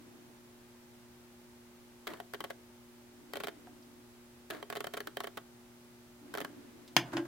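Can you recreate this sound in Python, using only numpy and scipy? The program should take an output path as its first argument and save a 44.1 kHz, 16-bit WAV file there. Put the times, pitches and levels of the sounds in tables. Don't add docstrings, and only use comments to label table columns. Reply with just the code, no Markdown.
import sys
import numpy as np
from scipy import signal
from scipy.fft import rfft, irfft, next_fast_len
from scipy.io import wavfile

SR = 44100
rng = np.random.default_rng(int(sys.argv[2]) if len(sys.argv) > 2 else 0)


def wav_out(sig):
    wavfile.write(sys.argv[1], SR, np.round(np.clip(np.atleast_2d(sig).T, -1, 1) * 32767).astype(np.int16))


N = 320607
TIME = np.arange(N) / SR

# pitch in Hz, level in dB rms.
HUM = [(120, -73.5), (240, -61), (360, -64), (420, -90), (600, -80), (840, -82), (900, -81), (1560, -88.5),
       (2040, -88)]
# frequency in Hz, relative level in dB.
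AIR = [(25, -4.5), (60, 3), (90, 3), (120, 6), (170, 0), (300, 0), (700, -4), (1400, -7), (3000, -12),
       (7000, -15.5), (15500, -18.5)]
# frequency in Hz, side minus mid in dB.
NOISE_SIDE = [(30, -10), (120, -2.5), (300, -6), (640, -1.5), (1400, -1.5), (3000, 0.5)]
# frequency in Hz, t60 in seconds.
ROOM_DECAY = [(150, 0.73), (1000, 0.23), (3000, 0.21), (10000, 0.14)]

# peak in seconds, peak level in dB,
# rise and fall in seconds (Gaussian widths).
GESTURES = [(.08, -60, .3, .24), (3.48, -59, 0.23, .35), (6.33, -54, 0.074, .48)]
# frequency in Hz, relative level in dB.
RUSTLE_COLOUR = [(80, -36), (200, -13), (290, 1.5), (400, -13), (600, -21), (1500, -26), (3000, -32.5),
                 (12000, -48)]
# start in seconds, level in dB, pitch in Hz,
# half-width in octaves, t60 in seconds.
HANDLING = [(3.671, -44, 732, 0.16, 0.047), (3.67, -49, 1400, 0.57, 0.013), (3.825, -63, 5000, .15, .06),
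            (6.877, -54, 3700, 0.96, 0.073)]

# start in seconds, crack in dB before softening,
# desk thump in dB, hardness in Hz.
TOUCHES = [(6.9658, 7, -31, 16000), (7.121, -32, -47, 16000), (7.134, -29.5, -24.5, 900),
           (7.1696, -5, -54, 1920), (7.179, -16, -25.5, 1600)]
# frequency in Hz, relative level in dB.
SHELL = [(70, -36), (130, 6), (320, -3), (430, -4.5), (800, 3.5), (1100, 5.5), (1350, -10.5), (2500, -0.5),
         (3400, -5.5), (4200, -9), (5170, -10), (7250, -13), (8060, -24), (15500, -19.5)]
# pitch in Hz, width in Hz, boost in dB.
SHELL_MODES = [(710, 29, 6.1), (860, 40, 5.5), (1640, 25, 5.6), (1920, 96, 5.5), (2580, 140, 3.4),
               (3100, 190, 2.1), (3280, 100, 2.3), (5000, 140, 3)]
# frequency in Hz, relative level in dB.
BUTTONS = [(700, -30), (1600, 5), (2400, -3.5), (3300, -1.5), (4200, -24), (6200, -14), (8000, -21),
           (15000, -24)]
BUTTONS_DB = -8
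# pitch in Hz, level in dB against the thump, t60 in seconds.
DESK = [(122.8, -15, 0.52), (299, -1, 0.17), (338, 1, 0.15), (577, -19, 0.183), (750, -17, 0.09),
        (866, -29, 0.12), (1600, -27, .2)]
# peak in seconds, level in dB,
# t60 in seconds.
RUBS = [(7.06, -53, 0.66), (7.136, -39.5, 0.088), (7.172, -39, 0.13), (7.257, -49.5, 0.048)]
RUB_RISE_S = 0.0045
# frequency in Hz, relative level in dB.
RUB_COLOUR = [(300, -12), (700, 1.5), (1000, 0.5), (1600, -3.5), (3000, -17), (9000, -25), (16000, -35)]

# start in seconds, pitch in Hz, level in dB,
# t60 in seconds.
PINGS = [(2.072, 3264, -38, 0.041), (4.508, 1676, -39, 0.05), (4.628, 3100, -46, 0.028),
         (4.761, 3150, -49, .04)]
# frequency in Hz, relative level in dB.
MOTOR = [(100, -15), (250, -3), (340, -4.5), (700, -3.5), (950, -6), (1200, -3.5), (1800, -6),
         (2600, -15.5), (4200, -17), (5500, -25), (9000, -28.5), (16000, -28)]
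# pitch in Hz, width in Hz, boost in dB.
MOTOR_MODES = [(324, 40, 12), (647, 50, 8.3), (1690, 51, 3.1)]
# frequency in Hz, relative level in dB.
BARREL = [(90, -23.5), (170, -6), (290, -6.5), (390, 0.5), (720, 1.5), (950, -5.5), (1100, -1.5),
          (1300, -4.5), (1700, -18), (4000, -52)]
# pitch in Hz, width in Hz, boost in dB.
BARREL_MODES = [(405, 60, 7.5), (555, 33, 2.5), (685, 50, 4), (1100, 53, 3.5)]
# frequency in Hz,
# side minus mid in dB.
BARREL_SIDE = [(200, 0), (400, -2.5), (700, -4), (1300, -7.5), (2400, -1.5), (4400, -5.5), (9000, 0)]
# frequency in Hz, relative level in dB.
GEARS = [(500, -31.5), (1100, -7.5), (1400, 2), (1850, 1.5), (2300, -3.5), (2750, -7.5), (3200, -5),
         (4100, -8), (5000, -16.5), (8000, -22)]
# mean pitch in Hz, width in Hz, mean boost in dB.
GEAR_MODES = [(1650, 360, 1.7), (3096, 100, 6.3), (4030, 220, 1.3)]
# frequency in Hz, relative level in dB.
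TICK = [(2000, -36), (4500, 11.5), (6500, 2.5), (8300, 5), (10500, 2.5), (13000, 5.5), (15500, 5.5)]

# start in seconds,
# strength in dB, travel in seconds, softening of the start by slack gears in dB.
STEPS = [(2.3373, -18.5, .008, -1.5), (2.4059, -17.5, 0.00094, 0), (2.4414, -18.5, 0.0042, -0.5),
         (2.5027, -17.5, .0036, 8), (3.3361, -18, .021, -2), (3.3706, -17.5, .001, 0),
         (3.4023, -17, 0.0034, 4), (3.437, -16.5, 0.0066, -0.5), (3.4721, -17.5, .012, -1.5),
         (4.702, -17.5, .0246, -2), (4.7544, -18, 0.0059, 2), (4.7692, -17.5, .0025, 1.5),
         (4.8063, -18, 0.00092, -1.5), (4.8433, -18, .0016, 0), (4.8702, -17.5, 0.0011, -0.5),
         (4.9383, -18.5, 0.0047, -1), (4.9708, -15.5, .0038, 3.5), (5.005, -17, 0.0011, 0),
         (5.0727, -17, .001, -0.5), (5.171, -16, 0.00099, -1.5), (5.2047, -14, 0.00099, 2.5),
         (5.2375, -17, 0.0056, 7), (5.2719, -19, .001, 0.5), (5.373, -17.5, 0.0033, 4.5),
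         (6.3408, -16, 0.011, 1), (6.3746, -16.5, 0.0087, 0), (6.405, -16, .0098, 0.5),
         (6.4479, -15.5, 0.0012, 2)]
SPIN_UP_S = 0.00085
ROCK_S, ROCK_TRAVEL_S = .006, 0.006
STEP_WHIRR_DB, COAST_S = -55, .014

# start, braking and arrival in seconds, strength in dB.
MOVES = [(2.0715, 2.137, 2.2022, -17), (4.503, 4.549, 4.628, -17.5)]
BACKLASH_S = .005
CYCLE_S, CORRECTION_DB_PER_S = .0333, 110
MOVE_WHIRR_DB, FULL_SPEED_S, SLOWDOWN_DB_PER_S = -47.5, 0.04, 170

# barrel knock, gear clack and tooth tick in dB.
KICK = (-0.87, -1.75, -7)
STOP = (1, -1.8, -12.5)
ENGAGE = (-8, 1.5, -6)
ROCK = (-10.5, -6.5, -24)
CORRECT = (-9, -9, -17)
BRAKE = (-6.5, -7, -22)
ARRIVE = (0, -5, -17)
ECHO_S, ECHO_DB, ECHO_HZ = 0.00697, -5.5, 705

TOP_HZ = 15950


def amp(db):
    return 10 ** (np.asarray(db) / 20)


def unit(x):
    return x / np.sqrt(np.mean(x ** 2) + 1e-20)


def along(points, hz):
    f, v = np.transpose(points)
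    return np.interp(np.log(hz + 1), np.log(f + 1), v)


def filtered(x, response):
    n = x.shape[-1]
    m = next_fast_len(n + 2048, True)
    return irfft(rfft(x, m) * response(np.fft.rfftfreq(m, 1 / SR)), m)[..., :n]


def add(track, s, sound):
    part = track[..., round(s * SR):][..., :sound.shape[-1]]
    part += sound[..., :part.shape[-1]]


def body(colour, modes=(), size=8192):
    hz = np.fft.rfftfreq(size, 1 / SR)
    boost = 1 + sum((amp(db) ** 2 - 1) / (1 + (2 * (hz - f) / width) ** 2) for f, width, db in modes)
    cepstrum = irfft(np.log(amp(along(colour, hz)) * np.sqrt(np.abs(boost))))
    cepstrum[1:size // 2] *= 2
    cepstrum[size // 2 + 1:] = 0
    response = irfft(np.exp(rfft(cepstrum)))
    return response / np.linalg.norm(response)


def ring(x, response):
    return signal.oaconvolve(x, np.atleast_2d(response), axes=1)[:, :N]


def strike(force, response, db):
    sound = signal.fftconvolve(force, response[None], axes=1)
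    return amp(db) * sound / np.linalg.norm(sound, axis=1, keepdims=True)


def stereo(pair, side_points):
    side = filtered(pair[1], lambda hz: amp(along(side_points, hz)))
    return np.array([pair[0] + side, pair[0] - side])


def noise(colour):
    size = next_fast_len(N, True)
    hz = np.fft.rfftfreq(size, 1 / SR)
    white = rng.standard_normal((2, len(hz))) + 1j * rng.standard_normal((2, len(hz)))
    white[1] *= amp(along(NOISE_SIDE, hz))
    mid, side = irfft(white * amp(along(colour, hz)), size)[:, :N]
    return unit(np.array([mid + side, mid - side]))


def room(x, delay, side_db):
    hz, t, z = signal.stft(rng.standard_normal((2, SR // 2)), SR, nperseg=256)
    decay = amp(-60 * t / along(ROOM_DECAY, hz)[:, None])
    tail = signal.istft(z * decay, SR, nperseg=256)[1]
    mid, side = tail / np.linalg.norm(tail[0])
    tail = np.array([mid + amp(side_db) * side, mid - amp(side_db) * side])
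    tail = np.pad(tail, ((0, 0), (round(delay * SR), 0)))
    return ring(x.mean(axis=0)[None], tail)


def mains_hum():
    return sum(amp(db) * np.sqrt(2) * np.cos(2 * np.pi * hz * TIME) for hz, db in HUM)


def rustle():
    swells = np.zeros(N)
    for peak, db, rise, fall in GESTURES:
        width = np.where(TIME < peak, rise, fall)
        swells += amp(db) * np.exp(-.5 * ((TIME - peak) / width) ** 2)
    return swells * noise(RUSTLE_COLOUR)


def background():
    return mains_hum() + amp(-60.5) * noise(AIR) + rustle()


def handling():
    out, t = np.zeros(N), np.arange(SR // 8) / SR
    for s, db, pitch_hz, width, t60 in HANDLING:
        def band(hz):
            return 1 / (1 + (np.log2((hz + 1) / pitch_hz) / width) ** 2)
        tick = unit(filtered(rng.standard_normal(len(t)), band))
        add(out, s, tick * amp(db - 60 * t / t60) * (1 - np.exp(-t / 0.00033)))
    return out


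def rubs():
    level = np.zeros(N)
    for s, db, t60 in RUBS:
        rise = np.exp(-.5 * (np.minimum(TIME - s, 0) / RUB_RISE_S) ** 2)
        level += amp(db - 60 * np.maximum(TIME - s, 0) / t60) * rise
    return level * noise(RUB_COLOUR)


def remote():
    plastic, desk, t = np.zeros((2, N)), np.zeros(N), np.arange(SR // 2) / SR
    shell, buttons = body(SHELL, SHELL_MODES), body(BUTTONS, size=512)
    for s, crack_db, thump_db, hard_hz in TOUCHES:
        def soften(hz):
            return 1 / (1 + 1j * hz / hard_hz)
        chatter_level = 0.2 * amp(-60 * t / 0.022) + 0.026 * amp(-60 * t / 0.046)
        chatter = chatter_level * rng.standard_normal((2, len(t)))
        blow = filtered(chatter, lambda hz: (1j * hz / (1j * hz + 1300)) ** 2)
        blow[0, 0] += 1.15
        rattle_level = amp(-60 * t / 0.097) * (1 - np.exp(-t / 0.0041))
        rattle = rattle_level * rng.standard_normal((2, len(t)))
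        add(plastic, s, filtered(strike(blow, shell, crack_db), soften))
        add(plastic, s, filtered(strike(rattle, buttons, crack_db + BUTTONS_DB), soften))
        modes = sum(amp(db - 60 * t / t60) * np.sin(2 * np.pi * hz * t) for hz, db, t60 in DESK)
        push = 1 - np.exp(-t * hard_hz / 12)
        add(desk, s, amp(thump_db) * modes * push)
    return stereo(plastic, [(200, -10), (1300, -10), (5000, -2.5)]) + desk + rubs()


def pings():
    out, t = np.zeros(N), np.arange(SR // 16) / SR
    for s, hz, db, t60 in PINGS:
        add(out, s, amp(db - 60 * t / t60) * np.sin(2 * np.pi * hz * t))
    return out


def whirr(length, tooth_hz, slowing, grit):
    u = np.linspace(0, 1, max(round(length * SR), 256))
    turns = np.cumsum(tooth_hz * (1 - slowing * u)) / SR + rng.random()
    teeth = unit(np.diff(np.floor(turns), prepend=0) * rng.lognormal(0, .3, (2, len(u))))
    rub = grit * rng.standard_normal(teeth.shape)
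    return unit(teeth + rub) * signal.windows.tukey(len(u), .2)


def motor():
    force = np.zeros((2, N))
    runs = [(s, travel + COAST_S, STEP_WHIRR_DB) for s, _, travel, _ in STEPS]
    runs += [(start, arrival - start, MOVE_WHIRR_DB) for start, _, arrival, _ in MOVES]
    for s, length, db in runs:
        mesh = whirr(length, tooth_hz=366, slowing=0.17, grit=3.2)
        slowing_s = np.maximum(np.arange(mesh.shape[1]) / SR - FULL_SPEED_S, 0)
        add(force, s, mesh * amp(db - SLOWDOWN_DB_PER_S * slowing_s))
    return ring(force, body(MOTOR, MOTOR_MODES))


def contacts():
    rows = []
    for s, db, travel, slack_db in STEPS:
        reached = 1 - np.exp(-travel / np.array([SPIN_UP_S, ROCK_TRAVEL_S]))
        speed_db, swing_db = 20 * np.log10(reached)
        stop = s + travel
        rows += [(s, db - slack_db, KICK), (stop, db + speed_db, STOP), (stop + ROCK_S, db + swing_db, ROCK)]
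    for start, braking, arrival, db in MOVES:
        rows += [(start, db, KICK), (start + BACKLASH_S, db, ENGAGE)]
        rows += [(braking, db, BRAKE), (arrival, db, ARRIVE)]
        for t in np.arange(CYCLE_S, arrival - start, CYCLE_S):
            rows.append((start + t, db - CORRECTION_DB_PER_S * t, CORRECT))
    return rows


def contact(lead, rise, settle, chatter):
    t = np.arange(SR // 50) / SR - lead
    envelope = np.where(t < 0, np.exp(-.5 * (t / rise) ** 2), np.exp(-np.abs(t) / settle))
    scrape = rng.standard_normal((2, len(t))) * envelope
    force = chatter * scrape / np.linalg.norm(scrape, axis=1, keepdims=True)
    force[:, round(lead * SR)] += [1, rng.choice([-1, 1])]
    return force / np.linalg.norm(force, axis=1, keepdims=True)


def rolled(modes, drift, depth_db):
    return [(hz * (1 + drift * rng.normal()), width, db + depth_db * rng.normal())
            for hz, width, db in modes]


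def lens():
    lead = .003
    barrel, teeth = body(BARREL, BARREL_MODES, size=2048), body(TICK, size=512)

    def desk_echo(hz):
        return amp(ECHO_DB) / (1 + 1j * hz / ECHO_HZ)

    out = np.zeros((2, N))
    for s, db, (knock_db, clack_db, tick_db) in contacts():
        begin = s - lead
        gears = body(GEARS, rolled(GEAR_MODES, drift=0.012, depth_db=4.5), size=1024)
        knock = strike(contact(lead, rise=0.0011, settle=0.0022, chatter=1.3), barrel, db + knock_db)
        clack = strike(contact(lead, rise=.001, settle=0.0043, chatter=1.85), gears, db + clack_db)
        tick = strike(contact(lead, rise=0.0011, settle=0.0018, chatter=2.1), teeth, db + tick_db)
        add(out, begin, knock)
        add(out, begin + ECHO_S, filtered(knock, desk_echo))
        add(out, begin, clack)
        add(out, begin, tick)
    return stereo(out + motor(), BARREL_SIDE)


def scene():
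    near = lens() + pings()
    far = remote() + handling()
    near = near + amp(-17.5) * room(near, delay=.006, side_db=-5.5)
    far = far + amp(-14.0) * room(far, delay=0.0076, side_db=-17.0)
    return near + far + background()


def record(dry):
    return filtered(dry, lambda hz: hz < TOP_HZ)


dry = scene()
out = record(dry)
wav_out(out)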